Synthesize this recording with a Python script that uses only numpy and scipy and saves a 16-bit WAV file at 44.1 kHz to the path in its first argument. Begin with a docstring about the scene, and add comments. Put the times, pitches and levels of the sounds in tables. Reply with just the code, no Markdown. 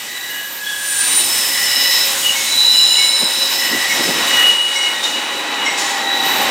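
"""Train squealing round a curve

Open country, stereo microphones beside the track. A diesel passenger train nears round a
curve and its locomotives roll past. Wheels slip sideways and squeal in one mode after another; each
tone swells, holds and fades, and trails a lower, Doppler-smeared skirt from the rails. Underneath are
rolling roar, the whine of the drive, a thin sizzle of the rails, flange chirps, puffs of air on the
microphones and, close by, flange scrapes."""
import sys
import numpy as np
from scipy import signal
from scipy.fft import rfft, irfft
from scipy.io import wavfile
from scipy.ndimage import uniform_filter1d, minimum_filter1d

SR = 44100
rng = np.random.default_rng(int(sys.argv[2]) if len(sys.argv) > 2 else 0)


def wrap_up_sound(samples):
    """Save the sound to the file named by the first command line argument, as 16-bit audio."""
    columns = np.atleast_2d(samples).T
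    # keep every value between -1 and 1, then stretch to whole-number steps
    tamed = np.clip(columns, -1, 1)
    steps = np.round(tamed * 32767).astype(np.int16)
    wavfile.write(sys.argv[1], SR, steps)


N = 286650
T = np.arange(N) / SR
FREQS = np.maximum(np.arange(N // 2 + 1) * SR / N, 1)

# rolling noise at the trackside: f/Hz, level/dB
ROLL_SPECTRUM = [(25, -35), (50, -30), (100, -14.5), (180, -9), (280, 0.5), (420, -3), (900, -1),
                 (1400, -1), (2600, 1.5), (4700, -3.5), (8200, -4.5), (10300, -8.5), (12000, -15.5),
                 (15800, -18)]
# broad wheel resonances that rolling excites: f/Hz, width/Hz, lift/dB
ROLL_MODES = [(816, 48, 5.5), (1103, 24, 5.5), (3750, 1030, 3), (1910, 170, 4), (2930, 90, 4),
              (5970, 190, 4), (7070, 210, 5), (8040, 260, 4)]
# wheel roar, growing as the train nears: t/s, relative level/dB
ROAR_LEVEL = [(0.0, -40), (0.94, -41.5), (1.08, -35.5), (1.83, -35), (3.08, -36), (4.45, -28.5),
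              (4.58, -35), (5.68, -29), (6.1, -30), (6.5, -25.5)]
# treble hiss that the rails carry ahead of the train: t/s, relative level/dB
HISS_LEVEL = [(0, -43.5), (0.58, -44), (0.95, -31.5), (2.25, -32), (3.2, -38), (3.55, -36), (4.45, -37),
              (4.93, -40.5), (5.45, -46), (6.1, -46), (6.33, -42), (6.5, -43)]
# ground rumble, body rumble, roar, grind and hiss:
# centre f/Hz, dB per dB of roar, dB per dB of hiss, change behind the flank/dB
ROLL_BANDS = [(91, 0.5, 0.43, -8.5), (286, 1.27, -0.05, -1), (1490, 1.14, 0.26, 1.1),
              (4800, 0.64, 0.65, -1.5), (10400, 0.17, 1, -3)]
# gear whine, falling as the locomotive draws level with the microphones: t/s, f/Hz, level/dB
GEAR_WHINE = [(0, 842, -63), (4.8, 842, -39.5), (5.35, 829.6, -34.5), (5.85, 806.4, -27.5), (6.5, 769, -25)]
# cooling fans: low tone f/Hz, high tone f/Hz
FAN_HZ = [548, 929]
# cooling fans: t/s, low tone level/dB, high tone level/dB
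FAN_LEVELS = [(0, -59, -58), (2.1, -36.5, -48), (2.7, -48.5, -40.5), (3.4, -39, -40), (4.9, -41.5, -42.5),
              (6.5, -43.5, -61)]
# thin sizzle of the rails: f/Hz, level/dB
SIZZLE_SPECTRUM = [(2000, -100), (8500, -38), (10000, -15), (12300, -12), (13100, 1), (14150, -1.5),
                   (14500, -3), (16000, -19)]
# highest rail resonances: f/Hz, width/Hz, lift/dB
RAIL_MODES = [(13081, 20, 8), (13194, 18, 10), (14117, 16, 13), (14162, 16, 10)]
# the sizzle flares as a wheel rubs: full strength t/s, level/dB, rise/s, hold/s, fade/s
SIZZLE_FLARES = [(.55, -33, .15, .02, 0.074), (1.29, -24.5, 0.35, .12, 1.6), (1.872, -25.5, .35, .08, 1.7),
                 (3.54, -27.5, 0.42, 0.057, 0.34), (4.44, -30, 0.58, 0.036, 0.099),
                 (6.324, -24.5, 0.21, 0.042, 0.29)]
# pitch of each wheel mode, heard head-on: name -> f/Hz
MODE_HZ = {"howl": 1677, "moan": 1975, "groan": 1903, "squeal": 2932, "wail": 2912, "zing": 3686, "shriek":
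           3980, "rasp": 3930, "screech": 5291, "whistle": 6652, "keen": 7203, "sing": 8160, "shrill": 8997,
           "pierce": 9184}
# squealing wheel modes: name, skirt depth as a share of pitch, tone level/dB, skirt level/dB,
# flutter/dB, skirt tilt/dB, steepness of the skirt's edges
WHEEL_MODES = [("howl", 0.059, 0.29, -3, 1.8, -2, 5.2), ("moan", 0.06, -2.5, 0.43, 1.1, -3, 2.8),
               ("groan", 0.014, -0.78, -8, 0.88, -8, 3.5), ("squeal", 0.034, -0.5, 0.27, 1, -6, 4.6),
               ("wail", 0.029, 0, -9, 1.7, -3, 4.3), ("shriek", 0.061, 0, -3.5, 3.4, -7.5, 4.7),
               ("rasp", 0.044, -4, -2.5, 3.2, -5, 4.1), ("screech", 0.061, -3, -1.1, 2.8, -1.5, 12),
               ("whistle", 0.011, -2, -2, 2.8, -5, 4.7), ("keen", 0.057, -0.84, 1, 1, -5, 8.1),
               ("shrill", 0.053, -7.5, 0, 2.6, -6, 11), ("pierce", 0.035, 0, -1.5, 2.9, -2.2, 9.5),
               ("zing", 0.02, -1.5, -2.2, 2.7, 0, 3), ("sing", 0.063, -5, -1, 3, -2, 8)]
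# wheels further round the curve sound lower: pitch ratio, relative level/dB
FAR_WHEELS = [(.994, -10), (.9873, -14)]
# a sideways slip sets one mode going: full strength t/s, mode, level/dB, rise/s, hold/s, fade/s
SLIPS = [(0.106, "moan", -33.5, 0.36, 0.24, 0.29), (0.16, "rasp", -31.5, 0.16, .05, 0.55),
         (0.352, "squeal", -34.5, 0.4, .03, 0.25), (0.354, "howl", -33, 0.38, 0.12, 0.099),
         (0.67, "howl", -27.5, 0.17, 0.07, 0.33), (0.872, "pierce", -26, .12, 0.11, .2),
         (0.914, "sing", -28, 0.18, 0.38, .8), (0.963, "howl", -24, 0.5, 0.041, 0.16),
         (1.008, "pierce", -21.5, 0.17, .01, .85), (1.08, "shrill", -21.5, 0.3, .03, 0.4),
         (1.124, "rasp", -25, 0.35, .1, 0.55), (1.175, "pierce", -16, 0.11, 0.025, 0.06),
         (1.294, "screech", -24, 0.26, 0.42, 0.55), (1.557, "moan", -25.5, 0.2, 0.38, 0.2),
         (1.81, "squeal", -25, 0.55, .02, 0.15), (1.827, "screech", -19, 0.63, 0.19, 0.16),
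         (1.983, "shriek", -21, 0.73, 0.069, 0.21), (2.274, "squeal", -12, 0.053, 0.0054, 0.07),
         (2.36, "whistle", -30.5, 0.63, 0.081, 0.7), (2.596, "shriek", -11.5, 0.17, 0.12, 0.19),
         (2.79, "shriek", -12.5, 0.16, 0.091, 0.94), (2.797, "squeal", -23, 0.34, 0.018, 0.11),
         (2.8, "screech", -23, 0.58, .45, 0.45), (2.89, "keen", -26.5, 0.65, 0.058, 0.72),
         (2.944, "squeal", -20, .15, .06, 0.15), (2.996, "shrill", -25.5, 1.3, 0.27, 0.34),
         (3.19, "shriek", -20.5, 0.095, 0.075, 0.34), (3.4, "shriek", -21, 0.31, 0.031, 0.4),
         (3.53, "screech", -22.5, 0.36, 0.06, 0.41), (3.62, "moan", -25, 0.16, 0.31, 0.18),
         (3.735, "squeal", -30.5, 1.1, 0.025, 0.42), (3.77, "groan", -28.5, 0.43, 0.36, 0.44),
         (4.04, "screech", -26, 0.55, 0.037, 0.39), (4.108, "rasp", -24.5, 0.87, .03, 2.7),
         (4.363, "groan", -21, 0.09, 0.019, 0.14), (4.39, "moan", -27, 0.9, 0.073, 0.23),
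         (4.432, "wail", -8.5, 0.18, 0.063, 0.054), (4.497, "shrill", -35.5, 1, 0.14, 1.1),
         (4.55, "wail", -16, .1, .08, 0.38), (4.812, "wail", -20.5, .15, 0.064, 0.12),
         (4.97, "groan", -29, 0.59, .02, 0.28), (5.048, "zing", -22, 0.17, .02, 0.11),
         (5.073, "rasp", -28.5, 0.55, .06, 3.6), (5.097, "wail", -23, .12, 0.074, 0.31),
         (5.625, "wail", -24, 0.15, .025, .12), (6.068, "rasp", -20.5, 0.078, 0.27, 0.44),
         (6.12, "moan", -29, 1.1, 0.088, 1.3), (6.142, "groan", -29, 0.67, 0.11, .5)]
# short bites of a flange: t/s, f/Hz, level/dB, rise/s, decay/s, overtone level/dB, roughness (0-1)
FLANGE_BITES = [(.62, 3390, -27, 0.055, 0.17, -16, 0.65), (2.342, 2200, -23, 0.016, 0.14, -15, 0.13),
                (2.975, 2212, -20.5, 0.013, 0.13, -14, 0.1), (3.89, 2217, -19.5, 0.0081, 0.11, -9, 0.85),
                (4.745, 2190, -21, 0.018, 0.072, -7.5, 0.4), (4.82, 2200, -21, 0.014, 0.08, -20, 0.6),
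                (5.65, 2137, -18.5, 0.013, 0.096, -10.5, 0.46)]
# overtones of a bite: pitch ratio, half-width/Hz, relative level/dB
BITE_OVERTONES = [(2.62, 220, 3), (3.18, 160, -4.5), (3.72, 220, -0.5)]
# puffs of air on the microphones: peak t/s, level/dB, rise/s, fade/s
AIR_PUFFS = [(1.2, -36, 0.13, 0.13), (3.23, -21.5, 0.032, 0.04), (3.75, -24, 0.087, 0.052),
             (4.007, -19.5, 0.051, 0.034), (4.088, -17, 0.052, 0.064), (4.18, -26.5, 0.086, 0.091)]
# dull flurry of a puff: f/Hz, level/dB
PUFF_SPECTRUM = [(40, -36), (110, -13.5), (230, 5.5), (380, 4.5), (650, -4.5), (1500, -25), (5000, -55)]
# flange scrapes close by: t/s, level/dB, rise/s, decay/s
SCRAPES = [(5.025, -22.5, 0.013, 0.09), (5.768, -19.5, 0.02, 0.17), (5.885, -30, 0.015, 0.027)]
# hiss of a sliding flange: f/Hz, level/dB
SCRAPE_SPECTRUM = [(200, -55), (2000, -7), (3000, -1), (5300, 0), (7100, -1.5), (8500, -7), (10000, -9.5),
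                   (13000, -19)]
# wheel resonances in a scrape: f/Hz, width/Hz, lift/dB
SCRAPE_MODES = [(5300, 220, 3), (6980, 160, 8.5), (7950, 160, 6)]


def undb(db):
    """Decibels to gain."""
    return 10 ** (np.asarray(db) / 20)


def unit(x):
    """Scale to rms 1."""
    return x / np.sqrt(np.mean(x ** 2))


def curves(table):
    """Each column after t/s as a signal in time."""
    times, *columns = np.transpose(table)
    return [np.interp(T, times, column) for column in columns]


def colour(spectrum, modes=()):
    """Gain per frequency from a smooth spectrum and a few resonances."""
    hz, db = np.transpose(spectrum)
    peaks_db = sum(lift / (1 + (2 * (FREQS - f) / width) ** 2) for f, width, lift in modes)
    return undb(np.interp(np.log(FREQS), np.log(hz), db) + peaks_db)


def noise(gain):
    """Noise of rms 1 with the given gain per frequency."""
    return unit(irfft(rfft(rng.standard_normal(N)) * gain, N))


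def walk(rate):
    """A random curve of spread about 1 that turns rate times a second."""
    count = int(T[-1] * rate) + 4
    return 1.203 * np.interp(T * rate + rng.random(), np.arange(count), rng.standard_normal(count))


def tone(hz, wander_hz, flutter_db, rate=45):
    """A self-sustained vibration whose pitch and strength waver."""
    phase = 2 * np.pi * np.cumsum(hz + wander_hz * walk(rate)) / SR
    return unit(np.sin(phase) * undb(flutter_db * walk(rate)))


def ring(hz, half_width_hz):
    """A resonance driven by rough contact."""
    return noise(1 / (1 + ((FREQS - hz) / half_width_hz) ** 2))


def swell(full_s, db, rise, hold, fade, range_db=20):
    """An exponential build-up, a hold and a dying away; rise and fade each span range_db."""
    early = np.maximum(full_s - T, 0) / rise
    late = np.maximum(T - full_s - hold, 0) / fade
    return undb(db - range_db * (early + late))


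def burst(start, rise, decay):
    """An envelope that builds up and then rings away."""
    return np.clip((T - start) / rise, 0, 1) * np.exp(-np.maximum(T - start - rise, 0) / decay)


def steel_ripple(ripple_db, spacing_hz=22):
    """Countless small steel resonances ripple the treble."""
    grid = np.arange(0, SR / 2, spacing_hz)
    ripple = np.interp(FREQS, grid, rng.standard_normal(N)[:len(grid)])
    return undb(ripple_db * ripple * np.minimum(FREQS / 1500, 1))


def flank(from_s=4.48, close_s=0.086, until_s=6.06, open_s=0.17):
    """1 while the leading locomotive's side, between its bogies, screens the track, else 0."""
    return np.clip((T - from_s) / close_s, 0, 1) * np.clip(1 - (T - until_s) / open_s, 0, 1)


def rolling(level_db=-20, flicker_db=1.13):
    """Rough wheels on rough rails: the hiss runs ahead, the roar arrives with the locomotives."""
    spectrum = rfft(noise(colour(ROLL_SPECTRUM, ROLL_MODES) * steel_ripple(ripple_db=2.13)))
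    roar, hiss, screened = curves(ROAR_LEVEL)[0], curves(HISS_LEVEL)[0], flank()
    log_centres = np.log([row[0] for row in ROLL_BANDS])
    out = 0
    for share, (_, by_roar, by_hiss, flank_db) in zip(np.eye(len(ROLL_BANDS)), ROLL_BANDS):
        band = irfft(spectrum * np.interp(np.log(FREQS), log_centres, share), N)
        db = by_roar * roar + by_hiss * hiss + flank_db * screened
        out = out + band * unit(undb(db + flicker_db * walk(25)))
    return out * undb(level_db)


def drive():
    """The gears of several axles whine at different pitches, faint at a distance; two fans hum."""
    hz, gear_db = curves(GEAR_WHINE)
    gears = unit(tone(hz, wander_hz=8.98, flutter_db=3.1)
                 + 0.52 * tone(1.2 * hz, wander_hz=14, flutter_db=2.6)
                 + 0.77 * tone(1.1 * hz, wander_hz=25.04, flutter_db=1.8))
    fans = sum(tone(fan_hz, wander_hz=2.63, flutter_db=2.8) * undb(db)
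               for fan_hz, db in zip(FAN_HZ, curves(FAN_LEVELS)))
    return gears * undb(gear_db) + fans


def rail_sizzle(steady_db=-32.5, by_hiss=0.22, flank_db=-9, flicker_db=1.8, right_db=6, spread=0.79):
    """The highest rail modes follow the hiss, flare and flicker, louder in the right microphone."""
    gain = colour(SIZZLE_SPECTRUM, RAIL_MODES) * steel_ripple(ripple_db=0.5)
    mid, side = noise(gain), spread * noise(gain)
    pair = unit(np.array([mid + side, (mid - side) * undb(right_db)]))
    steady = unit(undb(by_hiss * curves(HISS_LEVEL)[0] + flank_db * flank())) * undb(steady_db)
    strength = np.sqrt(steady ** 2 + sum(swell(*flare) ** 2 for flare in SIZZLE_FLARES))
    return pair * strength * undb(flicker_db * walk(36))


def wheel_squeals(lag_s=0.0083):
    """Slipping wheels sing: Doppler shift is highest head-on; sound off the rails smears out below."""
    out = 0
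    for name, depth, tone_db, skirt_db, flutter_db, tilt_db, edge in WHEEL_MODES:
        hz = MODE_HZ[name]
        envelope = np.sqrt(sum(swell(s, *shape) ** 2 for s, mode, *shape in SLIPS if mode == name))
        below = (hz - FREQS) / (hz * depth)  # 0 at the tone, 1 at the foot of the skirt
        tilt = undb(tilt_db * np.clip(below, 0, 1))
        skirt = noise(tilt / np.sqrt(1 + np.abs(2 * below - 1) ** edge))
        far_wheels = sum(tone(hz * ratio, wander_hz=0.00099 * hz, flutter_db=3) * undb(db)
                         for ratio, db in FAR_WHEELS)
        smear = unit(skirt + 0.5 * far_wheels) * np.interp(T - lag_s, T, envelope)
        direct = tone(hz, 0.000736 * hz, flutter_db) * envelope
        out = out + direct * undb(tone_db) + smear * undb(skirt_db)
    return out


def flange_chirps():
    """A flange bites the rail and rings its wheel."""
    out = 0
    for start, hz, db, rise, decay, overtone_db, roughness in FLANGE_BITES:
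        overtones = sum(ring(hz * ratio, width) * undb(lift) for ratio, width, lift in BITE_OVERTONES)
        clean = np.sqrt(1 - roughness) * tone(hz, wander_hz=9.3, flutter_db=0.49)
        rough = np.sqrt(roughness) * ring(0.985 * hz, 0.014 * hz)
        wheel = clean + rough + undb(overtone_db) * overtones
        out = out + wheel * undb(db) * burst(start, rise, decay)
    return out


def air_puffs():
    """Eddies of air strike the microphones: dull flurries that swell and die almost evenly."""
    flurry = noise(colour(PUFF_SPECTRUM))
    return flurry * np.sqrt(sum(swell(s, db, rise, 0, fade) ** 2 for s, db, rise, fade in AIR_PUFFS))


def flange_scrapes(judder_db=0.7, judder_rate=110):
    """Close by, a flange slides along the rail in fits, and the wheel colours the hiss."""
    rub = noise(colour(SCRAPE_SPECTRUM, SCRAPE_MODES))
    judder = unit(undb(judder_db * walk(judder_rate)))
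    return rub * judder * sum(undb(db) * burst(s, rise, decay) for s, db, rise, decay in SCRAPES)


def stereo_image(x, side_db=-12, knee_hz=8000):
    """Bass and middle sit in the centre; the treble spreads and leans right."""
    grid = np.arange(0, SR, 4)
    spread = .8 + .7 * np.interp(FREQS, grid, rng.standard_normal(len(grid)))
    treble = 1 / np.sqrt(1 + (knee_hz / FREQS) ** 6 + (4000 / FREQS) ** 16)
    lean_right = (FREQS / 20000) ** 6.3
    side = irfft(rfft(x) * (1j * spread * treble * undb(side_db) - lean_right), N)
    return np.array([x + side, x - side])


def scene():
    """The train is nearly centred; only its treble spreads."""
    train = rolling() + wheel_squeals() + flange_chirps() + flange_scrapes() + air_puffs() + drive()
    return stereo_image(train) + rail_sizzle()


def record(dry, ceiling=0.9, window_samples=400, top_hz=15750):
    """A fast limiter holds the loudest squeals; the recorder cuts the top."""
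    headroom = np.minimum(1, ceiling / (np.abs(dry).max(axis=0) + 1e-9))
    gain = uniform_filter1d(minimum_filter1d(headroom, size=window_samples), size=window_samples)
    lowpass = signal.ellip(10, .2, 80, top_hz, fs=SR, output="sos")
    return signal.sosfilt(lowpass, dry * gain)


dry = scene()
out = record(dry)
wrap_up_sound(out)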